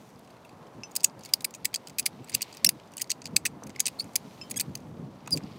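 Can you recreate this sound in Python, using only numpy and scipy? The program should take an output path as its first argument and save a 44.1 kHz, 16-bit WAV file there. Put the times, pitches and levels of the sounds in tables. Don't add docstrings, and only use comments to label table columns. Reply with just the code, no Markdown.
import sys
import numpy as np
from scipy import signal
from scipy.fft import rfft, irfft, next_fast_len
from scipy.io import wavfile
from scipy.ndimage import uniform_filter1d

SR = 44100
rng = np.random.default_rng(int(sys.argv[2]) if len(sys.argv) > 2 else 0)


def waveform_to_disk(signal):
    frames = np.transpose(np.atleast_2d(signal))
    scaled = np.clip(frames, -1, 1) * 32767
    samples = np.round(scaled).astype(np.int16)
    wavfile.write(sys.argv[1], SR, samples)


N = 246466


def amp(db):
    return 10 ** (np.asarray(db) / 20)


def rms_one(x):
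    return x / np.sqrt(np.mean(x ** 2) + 1e-20)


def level(rows, column=1):
    columns = np.transpose(rows)
    return amp(np.interp(np.arange(N) / SR, columns[0], columns[column]))


def shape(spectrum, hz):
    knots_hz, db = np.transpose(spectrum)
    return amp(np.interp(np.log(np.maximum(hz, 1)), np.log(knots_hz), db))


def coloured(noise, spectrum):
    size = next_fast_len(N)
    gain = shape(spectrum, np.fft.rfftfreq(size, 1 / SR))
    return rms_one(irfft(rfft(noise, size) * gain, size)[:N])


def drift(corner_hz, count=N):
    r = np.exp(-2 * np.pi * corner_hz / SR)
    noise = rng.standard_normal(count + SR // 2)
    return rms_one(signal.lfilter([1], [1, -2 * r, r * r], noise)[SR // 2:])


def ring(x, hz, t60_s):
    r = amp(-60 / (t60_s * SR))
    w = 2 * np.pi * min(hz, .45 * SR) / SR
    return signal.lfilter([0, np.sin(w)], [1, -2 * r * np.cos(w), r * r], x + 1e-18)


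def open_air():
    # time in seconds, level in dB.
    hum_levels = [(0, -55), (.92, -51), (1.67, -53), (3.08, -53), (3.8, -52), (5.07, -53.5), (5.59, -52)]
    # frequency in Hz, relative density in dB.
    hum_spectrum = [(13, -54.5), (22, -25.5), (149, -1.5), (415, -3), (721, -3.5), (1010, -5), (1520, -15),
                    (4370, -33), (13200, -41.5), (15200, -44.5), (16500, -53.5)]
    return level(hum_levels) * amp(0.88 * drift(12.0)) * coloured(rng.standard_normal(N), hum_spectrum)


def wind_and_handling(thump_sigma_s=0.019, gust_spread_db=0, flutter_db=0.5):
    # time in seconds, level in dB.
    gust_levels = [(0, -58), (.5, -61), (1.3, -57), (2.5, -60), (3.05, -58.5), (3.5, -46.5), (3.95, -56),
                   (4.45, -52.5), (4.7, -47), (5.05, -42.5), (5.2, -52), (5.4, -46), (5.59, -47.5)]
    # centre in seconds, level in dB.
    thump_levels = [(.16, -54), (.54, -57), (.78, -43.5), (1.19, -54), (1.63, -53), (1.91, -60),
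                    (2.02, -56), (2.13, -51), (2.211, -44.5), (2.35, -45), (2.664, -41), (2.75, -48.5),
                    (3.17, -58), (3.27, -56), (3.35, -42.5), (3.67, -48), (4.055, -52.5), (4.266, -51),
                    (4.52, -59), (4.565, -49), (4.69, -45), (5.01, -49.5), (5.354, -33.5), (5.45, -45)]
    # frequency in Hz, relative density in dB.
    rumble_spectrum = [(18, -60), (30, -30.5), (104, -3), (130, 1), (241, 0), (335, -7.5), (367, -11.5),
                       (510, -12.5), (700, -22), (910, -52), (1540, -120)]
    t = np.arange(N) / SR
    thumps = sum(amp(db) * np.exp(-.5 * ((t - s) / thump_sigma_s) ** 2) for s, db in thump_levels)
    gusts = level(gust_levels) * amp(gust_spread_db * drift(4.9))
    flutter = amp(flutter_db * drift(42))
    return (gusts + thumps) * flutter * coloured(rng.standard_normal(N), rumble_spectrum)


def webbing():
    # time in seconds, scrape in dB, hiss in dB.
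    rustle_levels = [(0, -67.5, -67.5), (.3, -67, -72.5), (.72, -69.5, -74), (1.01, -65, -71),
                     (1.15, -70.5, -77), (1.28, -60, -64), (1.43, -67.5, -73), (2.25, -64, -71),
                     (2.35, -54, -69), (2.55, -58.5, -66), (2.72, -65.5, -72.5), (3.11, -69, -73),
                     (3.72, -68.5, -74), (3.85, -60.5, -67.5), (4.1, -65, -67.5), (4.3, -60.5, -65.5),
                     (4.67, -65, -69), (4.95, -71, -73), (5.21, -65, -74.5), (5.59, -58.5, -68)]
    # frequency in Hz, relative density in dB.
    scrape_spectrum = [(1300, -22.5), (2000, 0.5), (2500, 0.5), (3100, -0.5), (4000, -1), (4800, -2),
                       (5600, -7), (7500, -29.5)]
    hiss_spectrum = [(4000, -30), (5800, 4), (6600, 1.5), (10000, -4.5), (14500, -6.5), (16000, -13),
                     (16600, -33.5)]
    scrape = coloured(rng.standard_normal(N) * amp(2.9 * drift(320)), scrape_spectrum)
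    hiss = coloured(rng.standard_normal(N) * amp(1.49 * drift(300)), hiss_spectrum)
    flutter = amp(0.81 * drift(30))
    return flutter * (level(rustle_levels, column=1) * scrape + level(rustle_levels, column=2) * hiss)


def finger_knocks():
    # time in seconds, peak in dB, pitch in Hz.
    knocks = [(3.6225, -31.5, 870), (3.6263, -37, 450), (3.6305, -37, 1200), (3.648, -40, 900),
              (3.671, -42, 169), (3.694, -33, 230), (5.2767, -30, 905), (5.2800, -31, 1110),
              (5.3357, -36, 229), (5.407, -39, 1600), (5.4417, -27, 237)]
    out = np.zeros(N)
    for s, db, hz in knocks:
        reach = round(2 * SR / hz)
        at = round(s * SR) + np.arange(-reach, reach)
        cycles = (at / SR - s) * hz - .5
        out[at] -= amp(db) * np.cos(2 * np.pi * cycles) * np.exp(-(cycles / 0.57) ** 2)
    return out


def loose_part(scuff_t60_s=0.0012):
    tinks_s = [0.8345, 4.4135]
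    # mode in Hz, t60 in seconds, strength in dB in the first tink, in the second.
    modes = [(2646, 0.05, -37, -38.5), (3100, 0.44, -67, -53.5), (5170, 0.085, -42.5, -35.5),
             (5370, 0.029, -36, -70.5), (6050, 0.1, -40, -64), (6640, 0.023, -43, -76),
             (7160, 0.1, -68, -53.5), (7400, .15, -63, -61), (9760, 0.053, -61, -54)]
    t = np.arange(300) / SR
    scuff = amp(-60 * t / scuff_t60_s)
    out = np.zeros(N)
    for hz, t60_s, *strength_db in modes:
        touches = np.zeros(N)
        touches[[round(s * SR) for s in tinks_s]] = amp(strength_db)
        swing = np.cos(2 * np.pi * hz * t) * scuff
        force = signal.lfilter(2 * swing / scuff.sum(), [1], touches)
        out += ring(force, hz, t60_s) * amp(2.3 * drift(150))
    return out


def pivot(swell_db=25):
    # start, loudest moment and end in seconds, slip rate in Hz at each of the three,
    # gain in dB, roughness in dB, relative hiss in dB.
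    squeaks = [(2.660, 2.668, 2.676, 3020, 2700, 2800, -16, 4.5, -28),
               (3.986, 3.999, 4.027, 2060, 2180, 2530, -33, 5.5, -23),
               (4.558, 4.576, 4.586, 1690, 1634, 2100, -29.5, 1.5, -15),
               (5.314, 5.332, 5.354, 2560, 2420, 2240, -21, 2, -24)]
    harmonics_db = [ (-16.5, 2, -26.5, -6, -19.5, -31, -42.5, -39),
                    (-42, 2.5, -28, -7.5, -31, -19, -30, -30.5), (-19, -7.5, -9, 0, -1, -6, -8, -15),
                    (-41, 2, -25, -13, -31, -28, -39, -37.5), ]
    out = np.zeros(N)
    for squeak, levels_db in zip(squeaks, harmonics_db):
        start_s, loudest_s, end_s, start_hz, loudest_hz, end_hz, gain_db, rough_db, hiss_db = squeak
        at = np.arange(round(start_s * SR), round(end_s * SR))
        off_peak = np.interp(at / SR, [start_s, loudest_s, end_s], [1, 0, 1]) ** 2
        edge_hz = np.where(at / SR < loudest_s, start_hz, end_hz)
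        slip_hz = loudest_hz + off_peak * (edge_hz - loudest_hz)
        jitter = 1 + 0.0042 * rough_db * drift(300, len(at))
        phase = 2 * np.pi * np.cumsum(slip_hz * jitter) / SR
        tone = np.zeros(len(at))
        for k, db in enumerate(levels_db, start=1):
            strength = amp(db + rough_db * drift(196, len(at)))
            tone += strength * np.sin(k * phase + rng.uniform(0, 2 * np.pi))
        hiss = amp(hiss_db) * np.diff(rng.standard_normal(len(at) + 1))
        envelope = signal.windows.tukey(len(at), .15) * amp(gain_db - swell_db * off_peak)
        out[at] += envelope * (tone + hiss)
    return out


def pawl(rise_sigma_ms=1.06, crack_db=-6, rattle_db=-28, rattle_t60_s=0.082, low_cut_hz=1870):
    # time in seconds, peak in dB, low-band gain in dB, low ring in Hz,
    # high-band gain in dB, main ring in Hz, contact t60 in ms.
    snaps = [(.0923,-50,-7,2580,7,6600,16),(.1029,-53,-7,2100,-3,4760,16),(.16,-50,-10,2580,-13,4950,16),(.194,-43,-16,2400,1,10800,8),
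             (.2477,-50,2,3210,-4,5080,18),(.2764,-49,5,3100,-15,4250,23),(.3056,-48,2,2800,-3,4500,27),(.3688,-49,7,2750,-10,4180,8),
             (.4496,-43,12,2720,0,3780,40),(.4941,-46,1,2510,-10,4670,11),(.6685,-48,9,3110,-6,5300,35),(.9118,-48,-9,2140,-5,8370,35),(.917,-39,-12,2480,4,6750,11),
             (.955,-19.5,-7,2470,1,6760,5.4),(0.9633,-8,-5.5,2550,3.5,6500,10),(0.9663,-8,-10.5,2630,5,5000,11.6),(.9993,-39,-2,2650,-13,4710,35),
             (1.0064,-30,-3,2730,-4.5,4780,12),(1.014,-38,-6,2310,-16,4770,9),(1.0346,-23,-6,2630,-3,6750,20),(1.0425,-9.5,-6,3330,11,6530,14),
             (1.0453,-2,-9.5,2740,-6.5,6710,11),(1.0984,-43,0,2550,-26,4700,13),(1.194,-42.5,-10,2810,-1,4680,16),(1.2103,-42.5,-7,3050,-11,4800,19),
             (1.2361,-33,-5,2870,-2.5,5190,35),(1.2506,-31,-4,2810,-1,4650,16),(1.2592,-30,-5,2180,-5,4650,16),(1.291,-38.5,7.5,2570,3,5000,45),
             (1.338,.5,-9,2830,3,4720,12.3),(1.408,-31,-4,2580,-2,3960,23),(1.421,-37,-3,2560,7,6230,33),(1.4459,-15.5,-8,2440,0,4830,11),
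             (1.4477,-10,0.5,2370,2,9200,11),(1.451,-11.5,-1.5,2300,6,8600,13),(1.509,-33.5,-3,2120,1,7260,14),(1.5402,-27.5,1,2530,-7,6160,14),
             (1.5485,-27,-6,2530,-4,6740,34),(1.648,-18.5,-0.5,1960,4.5,4800,31),(1.655,-7.5,-4,2240,0,7800,16),(1.731,-42,13,2140,-19,4450,32),
             (1.7429,-13.5,0,3270,3.5,4840,9.2),(1.748,-16.5,-4,3270,-8,4590,14),(1.7597,-14.5,-12.5,2530,-8,4600,16),(1.873,-28,-3.5,3120,-7,4760,18),
             (1.8847,-35.5,1,3300,1,4300,8),(1.898,-35,-3,2160,-7,4740,8),(1.903,-39,6,3300,-2,4730,15),(1.9858,-12.5,-3.5,2630,3,4970,16),
             (1.9897,-15,-2,2570,2,4820,9.8),(1.9956,-11,-3,2500,0,10900,26),(2.028,-39,5,3290,-15,4860,21),(2.059,-11,-6.5,2160,1,5430,14),
             (2.0623,-7,-2.5,2220,-1,10420,28),(2.2453,-38,1.5,2490,-1,7840,17),(2.2744,-44,9,2440,-4,4760,35),(2.286,-36.5,7,2700,1,4300,24),(2.2967,-25,-4,2360,-4,9200,31),
             (2.319,-35.5,6,2360,0,7560,35),(2.3286,-33.5,6,2450,-11,4800,25),(2.339,-29,4,2500,-19,6100,16),(2.344,-19,-8,2510,-13,6330,16),
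             (2.3473,-15.5,-3,2730,9,7600,9.8),(2.3497,-5.5,-6,2740,2.5,7600,16),(2.3794,-45,6,2110,-16,4760,22),(2.41,-27.5,10,2640,-15,4690,25),(2.42,-11,-6.5,2830,3.5,7960,12),
             (2.4272,-16.5,-11,2970,-7,4440,15),(2.528,-34.5,-5,2430,-10,4690,20),(2.541,-38,-3,3200,-10,4510,16),(2.549,-38.5,11,2130,0,6270,17),
             (2.571,-33.5,-6,2250,-1,4900,11.5),(2.5796,-41.5,-4,2500,-16,4630,10),(2.6477,.5,-8,2100,-1.5,8570,11.6),(2.6561,-23,-2.5,2160,-1.5,5880,16),
             (2.692,-2.5,-1.5,2650,2.5,10100,13),(2.7995,-44,12.5,3140,-17.5,3520,6.4),(2.876,-51,-8,2500,-5,4700,8.4),(2.92,-46.5,-6,2150,-1,5970,33),(2.9375,-38,3,2630,-4,5840,12),
             (2.97,-19.5,-7.5,2830,2.5,8800,13),(2.98,-25,-6,2960,-7,7800,25),(2.9975,-30,10,2100,-2,4830,53),(3.013,-24,5,3120,0,8300,17),
             (3.017,-17,-15,2960,1,8330,12),(3.02,-7,-15,3000,1,8650,15),(3.0434,-36.5,3,2120,-11,4660,13),(3.075,-47,-4,2010,-8,4770,15),(3.0976,-28,2,1960,-12,6610,38),(3.104,-10.5,-6,2200,-4,6480,13),
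             (3.109,-14,-18,3100,-22,4430,14),(3.1164,-10.5,-6,2810,-6,4600,13),(3.2192,-33,-6,2630,-18,4630,21),(3.2434,-42,-8.5,2540,-21,4730,26),
             (3.257,-24,-4,2830,-8.5,4730,13),(3.2672,-29,-12,3200,-18,4530,7),(3.2743,-34,1,3210,-8,4550,9),(3.3637,-10,-1.5,2610,6,8060,19),
             (3.3659,-1,-4,2600,-4,7920,14),(3.4543,-14.5,7.5,1980,5,5900,22),(3.4574,-13.5,10,2650,-8,6150,7.6),(3.4627,-13,-1,2510,-4,8030,27),
             (3.6366,-33,-3,2140,-4.5,5930,17),(3.6685,-37,1,2090,4,6580,16),(3.6721,-36,3,2520,0,6440,14),(3.696,-32.5,5,2150,-5,6100,7.4),
             (3.7032,-40.5,6,2990,-13,6400,15),(3.751,-47,18,3070,-6,3820,35),(3.762,-32,12.5,2200,-7,5150,10),(3.7884,-41,23,2100,-6,6200,31),(3.797,-19,-5,3050,-4,6500,26),
             (3.8041,-6,-6,2270,0,6680,13),(3.8573,-17,-6,2960,-13,6250,20),(3.866,-11,-10.5,2880,-3,8540,21),(3.871,-15,-6,2530,-20,8440,10),
             (3.881,-20,-2,2690,0,4700,18),(4.0005,-34,-16,2580,-12,4390,14),(4.006,-29.5,3,2580,-11.5,4600,13),(4.0264,-40,-3,2510,-5,4720,18),
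             (4.044,-35.5,2,2830,-2.5,6900,8.4),(4.1351,-43,-2,2570,-6,7560,16),(4.1576,-7.5,-1,2440,3.5,10800,12),(4.1614,-5.5,-15.5,2380,-4.5,10960,12),
             (4.499,-35,-9,2020,-2,4500,35),(4.504,-29,-9,3050,10,8900,7),(4.5114,-21.5,-2,2410,4,10500,18),(4.514,-19,-6,2500,1,6710,21),
             (4.543,-36,5,2130,-10,5810,12),(4.561,-30.5,12,2050,-10,6550,16),(4.5895,-31.5,7,2420,-6,5700,26),(4.599,-12,0,2400,1.5,8350,9.7),
             (4.6038,-17,-7.5,2500,-6,4570,37),(4.61,-10,-5,2400,4,8280,17),(4.7546,-18.5,-4.5,2700,3.5,6300,11.5),(4.7744,-41.5,-12,3240,0,5750,32),
             (4.804,-48,-1.5,2750,-4,6300,14),(5.2623,-40.5,14,2600,-17,5720,11),(5.2758,-28.5,8,2700,0.5,6660,16),(5.3084,-24.5,-17,2630,0,9200,11),
             (5.3256,-23.5,-28,2550,-20,4880,16),(5.358,-33,-1,2650,3.5,4700,20),(5.3657,-30,-22,2690,-2,5200,10),(5.374,-23,1,2470,-1.5,7450,21),
             (5.437,-39.5,-3.5,2120,-24,5000,17)]
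    # mode in Hz, bandwidth in Hz, mean gain in dB.
    frame_modes = [(2580, 120, -4.5), (4804, 400, 0), (6480, 890, -2), (8030, 850, -3.5), (8890, 300, -5),
                   (10650, 91, -0.5), (13700, 69, -9.5), (14870, 130, -7), (16924, 250, -5)]
    size, lead = 4096, 512
    t = (np.arange(size) - lead) / SR
    hz = np.fft.rfftfreq(size, 1 / SR)

    def resonance(centre_hz, width_hz, db):
        return amp(db) / (1 + 2j * (hz - centre_hz) / width_hz)

    modes = np.array([resonance(*mode) for mode in frame_modes])
    radiation = signal.freqs(*signal.butter(6, low_cut_hz, "high", analog=True), hz)[1]
    rise = np.exp(-.5 * (1e3 * t / rise_sigma_ms) ** 2)
    rattle = amp(rattle_db - 60 * t / rattle_t60_s)
    out = np.zeros(N + size)
    for s, peak_db, low_db, low_hz, high_db, main_hz, t60_ms in snaps:
        contacts = rng.standard_normal(size)
        contacts *= amp(10.9 * uniform_filter1d(rng.standard_normal(size), size=9))
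        fall = amp(-60e3 * t / max(t60_ms, 3)) + rattle
        envelope = np.where(t < 0, rise, fall)
        rings = resonance(main_hz, width_hz=320, db=8) + resonance(low_hz, width_hz=260, db=5.5)
        mode_gains = amp(4.5 * rng.standard_normal(len(modes)))
        body = amp(crack_db) + rings + mode_gains @ modes
        tilt = shape([(2300, low_db), (4800, 0), (7500, 0), (12000, high_db)], hz)
        snap = irfft(rfft(contacts * envelope) * body * tilt * radiation, size)
        start = round(s * SR) - lead
        out[start:start + size] += amp(peak_db) * snap / np.abs(snap).max()
    return out[:N]


def scene():
    ratchet = pawl() + pivot() + loose_part()
    return (ratchet + finger_knocks() + webbing() + wind_and_handling() + open_air())[None]


def record(dry, low_cut_hz=45, ceiling=.82, stopband_hz=17000):
    dry = signal.sosfilt(signal.butter(2, low_cut_hz, "high", fs=SR, output="sos"), dry)
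    rounded = dry / (1 + np.abs(dry / ceiling) ** 10) ** .1
    return signal.sosfilt(signal.cheby2(12, 70, stopband_hz, fs=SR, output="sos"), rounded)


dry = scene()
out = record(dry)
waveform_to_disk(out)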